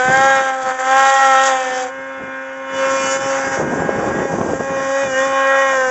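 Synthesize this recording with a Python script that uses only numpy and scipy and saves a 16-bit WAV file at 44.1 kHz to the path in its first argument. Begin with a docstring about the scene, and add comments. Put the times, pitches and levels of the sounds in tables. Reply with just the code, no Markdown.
"""Two two-stroke snowmobiles at full throttle on a snowy hillside, heard through a small camera.
At first the near sled climbs past in two bursts of throttle, turns away and drops behind the crest.
The other, faint until then, comes in from far across the field while gusts pop on the microphone.
Exhaust pulses are sums of firing orders; track, thrown snow, wind and open air are coloured noise."""
import sys
import numpy as np
from scipy import signal
from scipy.fft import rfft, irfft, next_fast_len
from scipy.io import wavfile

SR = 44100
rng = np.random.default_rng(int(sys.argv[2]) if len(sys.argv) > 2 else 0)


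def master_out(mix):
    """Clip the mix to full scale and print it as 16-bit PCM to the path in sys.argv[1]."""
    frames = np.transpose(np.atleast_2d(mix))
    ceiling = np.clip(frames, -1, 1)
    pcm = np.round(ceiling * 32767).astype(np.int16)
    wavfile.write(sys.argv[1], SR, pcm)


N = 260190
TIME = np.arange(N) / SR


def climber():
    """The near sled: its layers follow the throttle; turning away and nearing the crest shift their balance."""
    # loudness over two bursts of throttle: t/s, level/dB (against full throttle)
    throttle = [(0, -4.5), (.07, -3.5), (.16, 0.6), (.37, -0.5), (.43, -5), (.5, -5.5), (.57, -9.5),
                (.7, -7), (.77, -9.5), (.82, -7.5), (1.0, 0), (1.2, -1.5), (1.47, -2), (1.63, -8),
                (1.8, -10.5), (1.88, -18)]
    # engine speed: t/s, f/Hz (firings per second)
    revs = [(0, 253), (.09, 257.5), (.16, 266), (.27, 270.5), (.47, 265.7), (.7, 258.7), (.82, 259),
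            (.98, 268.7), (1.1, 270.3), (1.23, 270), (1.36, 264.5), (1.46, 269), (1.53, 262.5), (1.7, 256),
            (1.8, 256), (1.87, 253)]
    # strength of the firing orders: order, level/dB (counts only against its own group in exhaust)
    order_table = [(1, -26), (2, -8), (3, 0), (4, -14), (5, -13.5), (6, -4.5), (7, 3), (8, -19), (9, -14),
                   (10, -18), (11, -20.5), (12, -15.5), (13, -18), (14, -21)]
    # layers: level/dB at full throttle from the side, slope/(dB per dB of loudness),
    # gain/dB by turning away, loss/dB near the crest
    layers = {"boom": (-15.5, .7, -3, -3), "bark": (-10.8, 1, .1, 0.2), "blare": (-17, 1.17, 5.5, 9.5),
              "rasp": (-11, 1.26, -2.5, 2.5), "edge": (-23.5, 1.33, -0.5, -4.5), "roar": (-25, .55, 1.5, 2),
              "hiss": (-30.5, 0.97, 3.5, 0.5)}
    # colour of the thrown snow: f/Hz, level/dB
    snow_colour = [(3300, -10.5), (4500, -7), (5200, -13), (5800, -7), (6500, -4), (7400, -4), (8000, -16)]

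    rev_hz, = in_time(revs)
    loud_db, = in_time(throttle)
    away = ramp(0.31, 1.0)
    crest = ramp(1.34, 1.72)
    boom_db, bark_db, blare_db, rasp_db, edge_db, roar_db, hiss_db = [
        db + slope * loud_db + turn_db * away - crest_db * crest
        for db, slope, turn_db, crest_db in layers.values()]
    rasp_side_db, rasp_tail_db = -9, 9.5  # brightness of the rasp from the side and from behind
    bright_db = rasp_side_db + (rasp_tail_db - rasp_side_db) * ramp(.5, 1.25)

    phase = firing_phase(rev_hz, jitter=0.012)
    levels_db = [boom_db, bark_db, blare_db, rasp_db, edge_db - 2.5]
    orders_db = np.array(order_table)[:, 1]
    pipe = exhaust(phase, levels_db, orders_db, bright_db, half_db=-24, smear=0.042,
                   flutter_db=0.87, thump_db=-32.5, whine_db=-8.0)
    rush_db = -12 + 6 * away - 0.5 * crest  # rush of the spinning track against the edge
    noise = running_noise(phase, roar_db, edge_db, hiss_db, snow_colour,
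                          rush_db=rush_db, buzz_db=-4, depth=1.0)
    return ground_echo(pipe + noise, share=1 - ramp(0.65, 1.0))


def follower():
    """The far sled: its timbre shifts as it comes into the open, turns side-on and draws level."""
    # loudness and two layers: t/s, level/dB (against its closest), rasp level/dB, thrown-snow hiss level/dB
    approach = [(1.9, -19, -32.5, -54.5), (2.2, -16.5, -32, -58.5), (2.65, -16.5, -34, -55.5),
                (2.8, -5, -29, -35.5), (3.13, -5, -28.5, -29), (3.21, -6, -32, -33.5),
                (3.36, -4, -30, -32.5), (3.44, -9.5, -27.5, -37), (3.55, -6.5, -24, -32.5),
                (3.64, -15, -27.5, -44), (4.22, -10.5, -28, -42.5), (4.42, -18, -33.5, -42),
                (4.68, -10.5, -29, -42.5), (5.03, -3, -21.5, -36.5), (5.09, -10, -27, -37.5),
                (5.19, -2, -17, -32.5), (5.3, -4, -28, -38), (5.52, -0.5, -12.5, -39),
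                (5.8, -4, -18.5, -33.5), (5.9, -5.5, -19.5, -37)]
    # engine speed: t/s, f/Hz (firings per second)
    revs = [(1.9, 266.4), (2.1, 268), (2.24, 265.3), (2.95, 268.5), (3.07, 267.5), (3.25, 271),
            (3.55, 268.7), (3.68, 266), (3.82, 271), (3.98, 269.5), (4.22, 272.3), (4.52, 265),
            (4.63, 271.5), (4.87, 269.5), (5.03, 274.7), (5.09, 265), (5.15, 261.6), (5.25, 270),
            (5.45, 269.8), (5.6, 271.3), (5.71, 268.3), (5.8, 261), (5.9, 256)]
    # firing orders before it turns side-on: order, level/dB (counts only against its own group in exhaust)
    far_orders = [(1, -12), (2, 0), (3, -14), (4, -8), (5, -10), (6, 0), (7, -8.5), (8, -13), (9, -11),
                  (10, -15), (11, -12.5), (12, -31), (13, -19), (14, -61.5)]
    # firing orders once it is side-on: order, level/dB (likewise)
    near_orders = [(1, -14), (2, 0), (3, -7), (4, 0), (5, -10.5), (6, -9), (7, 5.5), (8, -19), (9, -17.5),
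                   (10, -38), (11, -23), (12, -34), (13, -25.5), (14, -34.5)]
    # layers: level/dB at full loudness, slope/(dB per dB of loudness),
    # gain/dB on coming into the open, gain/dB by turning side-on, gain/dB by drawing level
    layers = {"boom": (-12, 1, -0.5, 1.5, -0.5), "bark": (-32.5, 0.5, 10.5, -1.5, 2),
              "blare": (-17, 0.98, -2.5, 0.5, 4), "edge": (-21.5, 1.27, -6, .6, .3),
              "roar": (-23, 0.9, 0.5, -1.2, 0.4)}
    # colour of the thrown snow: f/Hz, level/dB
    snow_colour = [(3300, -25), (4500, -10), (5200, -10.5), (5800, -3), (6500, -3.5), (7400, -4),
                   (8000, -19.5)]

    rev_hz, = in_time(revs)
    loud_db, rasp_db, hiss_db = in_time(approach)
    in_open = ramp(2.99, 3.37)
    side_on = ramp(3.4, 4.7)
    level_with = ramp(5.18, 5.51)
    boom_db, bark_db, blare_db, edge_db, roar_db = [
        db + slope * loud_db + open_db * in_open + turn_db * side_on + level_db * level_with
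        for db, slope, open_db, turn_db, level_db in layers.values()]
    # half-order lines: strong from afar, fading 14 dB per second as the sled closes in
    half_db = -1.5 - 14 * np.maximum(TIME - 3.9, 0)
    bright_db = -10 + 9.3 * ramp(4.3, 4.9)  # the rasp brightens as the sled comes close
    thump_db = -22 - 8 * ramp(5.32, 5.9)  # and its lowest note thins out
    far_db = np.array(far_orders)[:, 1:]
    near_db = np.array(near_orders)[:, 1:]
    orders_db = far_db * (1 - side_on) + near_db * side_on

    phase = firing_phase(rev_hz, jitter=.016)
    smear = np.interp(TIME, [2.5, 5.5], [.3, .11])  # distance spreads each pulse out in time
    levels_db = [boom_db, bark_db, blare_db, rasp_db, edge_db]
    pipe = exhaust(phase, levels_db, orders_db, bright_db, half_db, smear=smear, flutter_db=0.9955,
                   thump_db=thump_db, whine_db=-2 - 11.3 * side_on)
    noise = running_noise(phase, roar_db, edge_db, hiss_db, snow_colour,
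                          rush_db=-12 - 3 * side_on, buzz_db=-0.5, depth=0.37)
    return ground_echo(pipe + noise, share=.6 * (1 - ramp(4.4, 4.6)))


def firing_phase(rev_hz, jitter):
    """Firing angle in radians; combustion makes each pulse a little early or late."""
    return 2 * np.pi * np.cumsum(rev_hz) / SR + jitter * drift(130)


def exhaust(phase, levels_db, orders_db, bright_db, half_db, smear, flutter_db, thump_db, whine_db):
    """Pressure pulses as a stack of firing orders, grouped by the pipe resonance that carries them."""
    # lines between the firing orders, from unequal cylinders: order, level/dB (before half_db)
    half_orders = [(1.5, -19), (3.5, -3), (4.5, -14), (5.5, -1), (6.5, -4.5), (7.5, -15), (8.5, -18),
                   (9.5, -14.5), (11.5, -28.5)]

    boom, bark, blare, rasp, edge = [from_db(db) for db in levels_db]
    weight = dict(enumerate(from_db(orders_db), 1))
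    # the rasp leans to its upper or lower order; this replaces the tabled order 7
    weight[7] = weight[6] * from_db(bright_db)
    thump = np.sqrt(boom) * from_db(thump_db)
    whine = np.sqrt(rasp * edge) * from_db(whine_db)
    groups = [([1], thump), ([2], boom), ([3], bark), ([4, 5], blare),
              ([6, 7], rasp), ([8], whine), (range(9, 15), edge)]
    out = np.zeros(N)
    for members, level in groups:
        total = np.sqrt(sum(weight[k] ** 2 for k in members))
        for k in members:
            # turbulent air makes high orders flutter most
            flutter = from_db(flutter_db * np.sqrt(k) * (drift(13) + .45 * drift(70)))
            # the pipe delays high orders
            tone = np.cos(k * phase - smear * k * k)
            out -= level * weight[k] / total * flutter * tone
    for k, db in half_orders:
        level = np.sqrt(blare * rasp) * from_db(half_db + db + 1.3 * drift(7.02))
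        out -= level * np.cos(k * phase + rng.uniform(0, 2 * np.pi))
    return out


def running_noise(phase, roar_db, edge_db, hiss_db, hiss_colour, rush_db, buzz_db, depth):
    """Roar, rush and hiss of a sled, with a fine buzz from the steep pulse fronts."""
    # track digs in and churns up snow, swelling the noise of either sled:
    # t/s, time to 1/e of the swell/s, hiss gain/dB, roar gain/dB
    sprays = [(1.485, .04, 7, 4.5), (1.79, 0.074, 6, 1.5), (3.467, 0.12, 1.5, 6)]
    # colour of track and clutch roar: f/Hz, level/dB
    roar_colour = [(40, -36), (120, -37), (250, -21), (420, -15.5), (700, -7.5), (1050, -7), (1500, -3),
                   (1900, -6), (2250, -14), (3000, -20.5)]
    # colour of the track's rush: f/Hz, level/dB
    rush_colour = [(1800, -37.5), (2300, -11.5), (2750, -1.5), (3300, 5.5), (3800, -8), (4600, -8.5)]

    for s, width_s, more_hiss_db, more_roar_db in sprays:
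        spray = np.exp(-((TIME - s) / width_s) ** 2)
        hiss_db = hiss_db + more_hiss_db * spray
        roar_db = roar_db + more_roar_db * spray
    roar = from_db(roar_db) * pulsed_noise(phase, roar_colour, depth=0.16, flutter_db=0.9)
    rush = from_db(edge_db + rush_db) * pulsed_noise(phase, rush_colour, depth=0.087, flutter_db=1.0)
    hiss = from_db(hiss_db - 0.56) * pulsed_noise(phase, hiss_colour, depth, flutter_db=1.57)
    # high firing orders, each with its own flutter and unsteady phase
    fronts = sum(from_db(3.9 * drift(16)) * np.cos(k * phase + 1.5 * drift(25)) for k in range(15, 31))
    buzz = from_db(hiss_db + buzz_db) * coloured(fronts, hiss_colour)
    return roar + rush + hiss + buzz


def pulsed_noise(phase, colour, depth, flutter_db):
    """Noise that swells with every firing."""
    swell = np.exp(depth * np.cos(phase) + 0.2 * drift(200))
    noise = rng.standard_normal(N) * swell
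    return coloured(noise, colour) * from_db(flutter_db * drift(35))


def ground_echo(x, share):
    """Thin a narrow band in which the echo off the snow arrives against the direct sound."""
    null_hz, null_q, strength = 2680, 5.2, 0.4
    band = signal.lfilter(*signal.iirpeak(null_hz, null_q, fs=SR), x)
    return x - strength * share * band


def wind(wind_db):
    """Eddies break on the microphone port: dense lumpy rumble and single blunt pops."""
    # single buffets: t/s (1 ms ahead of the pop's centre), level/dB (4 dB above the pop's peak)
    buffets = [(3.473, -17), (3.575, -5), (3.612, -10), (3.821, -1.5), (3.892, 4), (3.951, -10),
               (4.042, -2), (4.073, -6), (4.19, -5.5), (4.219, -2.5), (4.255, -2), (4.339, -2), (4.385, -3),
               (4.409, -14), (4.435, -7), (4.463, -6), (4.534, -2), (4.608, -1.5), (4.704, -16),
               (4.725, -21)]
    # colour of the rumble: f/Hz, level/dB
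    rumble_colour = [(25, -35), (50, -13), (90, -7), (150, -2), (250, -0.5), (420, -0.5), (700, -6.5),
                     (1000, -9), (1600, -18.5), (3000, -32.5), (6000, -48)]

    lumps = from_db(2.5 * drift(130) + .9 * drift(35))
    rumble = from_db(wind_db + 9.5) * coloured(rng.standard_normal(N) * lumps, rumble_colour)
    pops = np.zeros(N)
    draws = rng.uniform(-0.83, 1, (len(buffets), 2))
    for (s, db), (pitch, sign) in zip(buffets, draws):
        # a pop is about one cycle long, pitched around 560 Hz
        pop_hz = 560 * from_db(2 * pitch)
        angle = (TIME - s - .001) * 2 * np.pi * pop_hz
        near = np.abs(angle) < 20
        pop = np.cos(angle[near]) * np.exp(-(angle[near] / 4) ** 2)
        pops[near] += np.sign(sign) * from_db(db - 4.0) * pop
    return rumble + pops


def gusts():
    """Wind strength in dB: each gust rises fast, holds and dies away, with a slight flutter throughout."""
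    # gusts on the microphone: start t/s, hold/s, level/dB (before the rumble's own gain)
    gust_table = [(0.079, .05, -32.5), (0.173, 0.083, -36.5), (.3, 0.12, -46.5), (0.635, 0.033, -47.5),
                  (1.708, 0.029, -50), (1.983, 0.013, -51), (2.206, 0.02, -43.5), (2.723, 0.67, -45.5),
                  (3.0, 0.056, -39), (3.176, 0.048, -37.5), (3.466, 0.017, -34), (3.596, .64, -29.5),
                  (4.296, .24, -30.5), (4.597, 0.012, -32), (4.71, 0.084, -34.5), (5.04, .01, -34),
                  (5.138, .02, -42), (5.277, 0.013, -44.5), (5.692, .2, -50)]
    rise_db_per_s, fall_db_per_s, flutter_db = 447, 146.5, -0.07
    each = [db - rise_db_per_s * np.maximum(start - TIME, 0)
            - fall_db_per_s * np.maximum(TIME - start - hold, 0)
            for start, hold, db in gust_table]
    return np.max(each, axis=0) + flutter_db * drift(20)


def breeze():
    """The low steady rush of open air under everything, as faint coloured noise."""
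    # colour of the open air: f/Hz, level/dB
    air_colour = [(25, -3), (90, -3), (180, -1.5), (400, -3.5), (800, -17.5)]
    return from_db(-54.5) * coloured(rng.standard_normal(N), air_colour)


def dips():
    """Gain of the brief, abrupt dips in level, with steep edges."""
    # dips: start t/s, end t/s, level/dB
    dip_table = [(0.51, .657, -3), (0.726, 0.788, -5), (3.173, 3.205, -4.5), (3.479, 3.519, -3),
                 (4.585, 4.592, -7)]
    edge_s = .008
    total_db = 0
    for start, end, db in dip_table:
        inside_s = np.minimum(TIME - start, end - TIME)
        total_db = total_db + db * np.clip(inside_s / edge_s + .5, 0, 1)
    return from_db(total_db)


def from_db(db):
    """Decibels to gain."""
    return 10 ** (np.asarray(db) / 20)


def rms_one(x):
    """Scale to unit power."""
    return x / np.sqrt(np.mean(x ** 2) + 1e-20)


def in_time(rows):
    """Each column of a curve table at every sample."""
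    s, *columns = np.transpose(rows)
    return [np.interp(TIME, s, c) for c in columns]


def ramp(start_s, end_s):
    """Progress of a move, from 0 to 1."""
    return np.clip((TIME - start_s) / (end_s - start_s), 0, 1)


def drift(rate):
    """Smooth random wander of spread 1, changing about rate times a second."""
    knots = rng.standard_normal(4096) * np.sqrt(3 / 2)  # makes up for the spread lost between knots
    return np.interp(TIME * rate, np.arange(len(knots)), knots)


def coloured(x, colour):
    """Filter to a colour that falls 20 dB per octave beyond its end points; unit power."""
    hz, db = np.transpose(colour)
    size = next_fast_len(N)
    octave = np.log2(np.maximum(np.fft.rfftfreq(size, 1 / SR), 1))
    outside = np.abs(octave - np.clip(octave, np.log2(hz[0]), np.log2(hz[-1])))
    gain = from_db(np.interp(octave, np.log2(hz), db) - 20 * outside)
    return rms_one(irfft(rfft(x, size) * gain, size)[:N])


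def scene():
    """The crest hides the first sled within a moment and leaves the second one alone."""
    in_sight = 1 - ramp(1.885, 1.92)
    sleds = in_sight * climber() + follower()
    return (dips() * (sleds + wind(gusts())) + breeze())[None]


def record(dry):
    """The whole sound has a narrow gap in the treble, rounded highest peaks, and little deep bass or top."""
    gap_hz, gap_q, bass_cut_hz, top_cut_hz = 4220, 10, 30, 7950
    gap = signal.iirnotch(gap_hz, gap_q, fs=SR)
    gapped = signal.lfilter(*gap, signal.lfilter(*gap, dry))  # twice, for a wider gap
    rounded = .95 * gapped / (1 + (gapped / 1.02) ** 20) ** (1 / 20)
    bass_cut = signal.butter(1, bass_cut_hz, "high", fs=SR, output="sos")
    thinned = signal.sosfilt(bass_cut, rounded)
    top_cut = signal.ellip(10, .2, 80, top_cut_hz, fs=SR, output="sos")
    return signal.sosfilt(top_cut, thinned)


dry = scene()
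out = record(dry)
master_out(out)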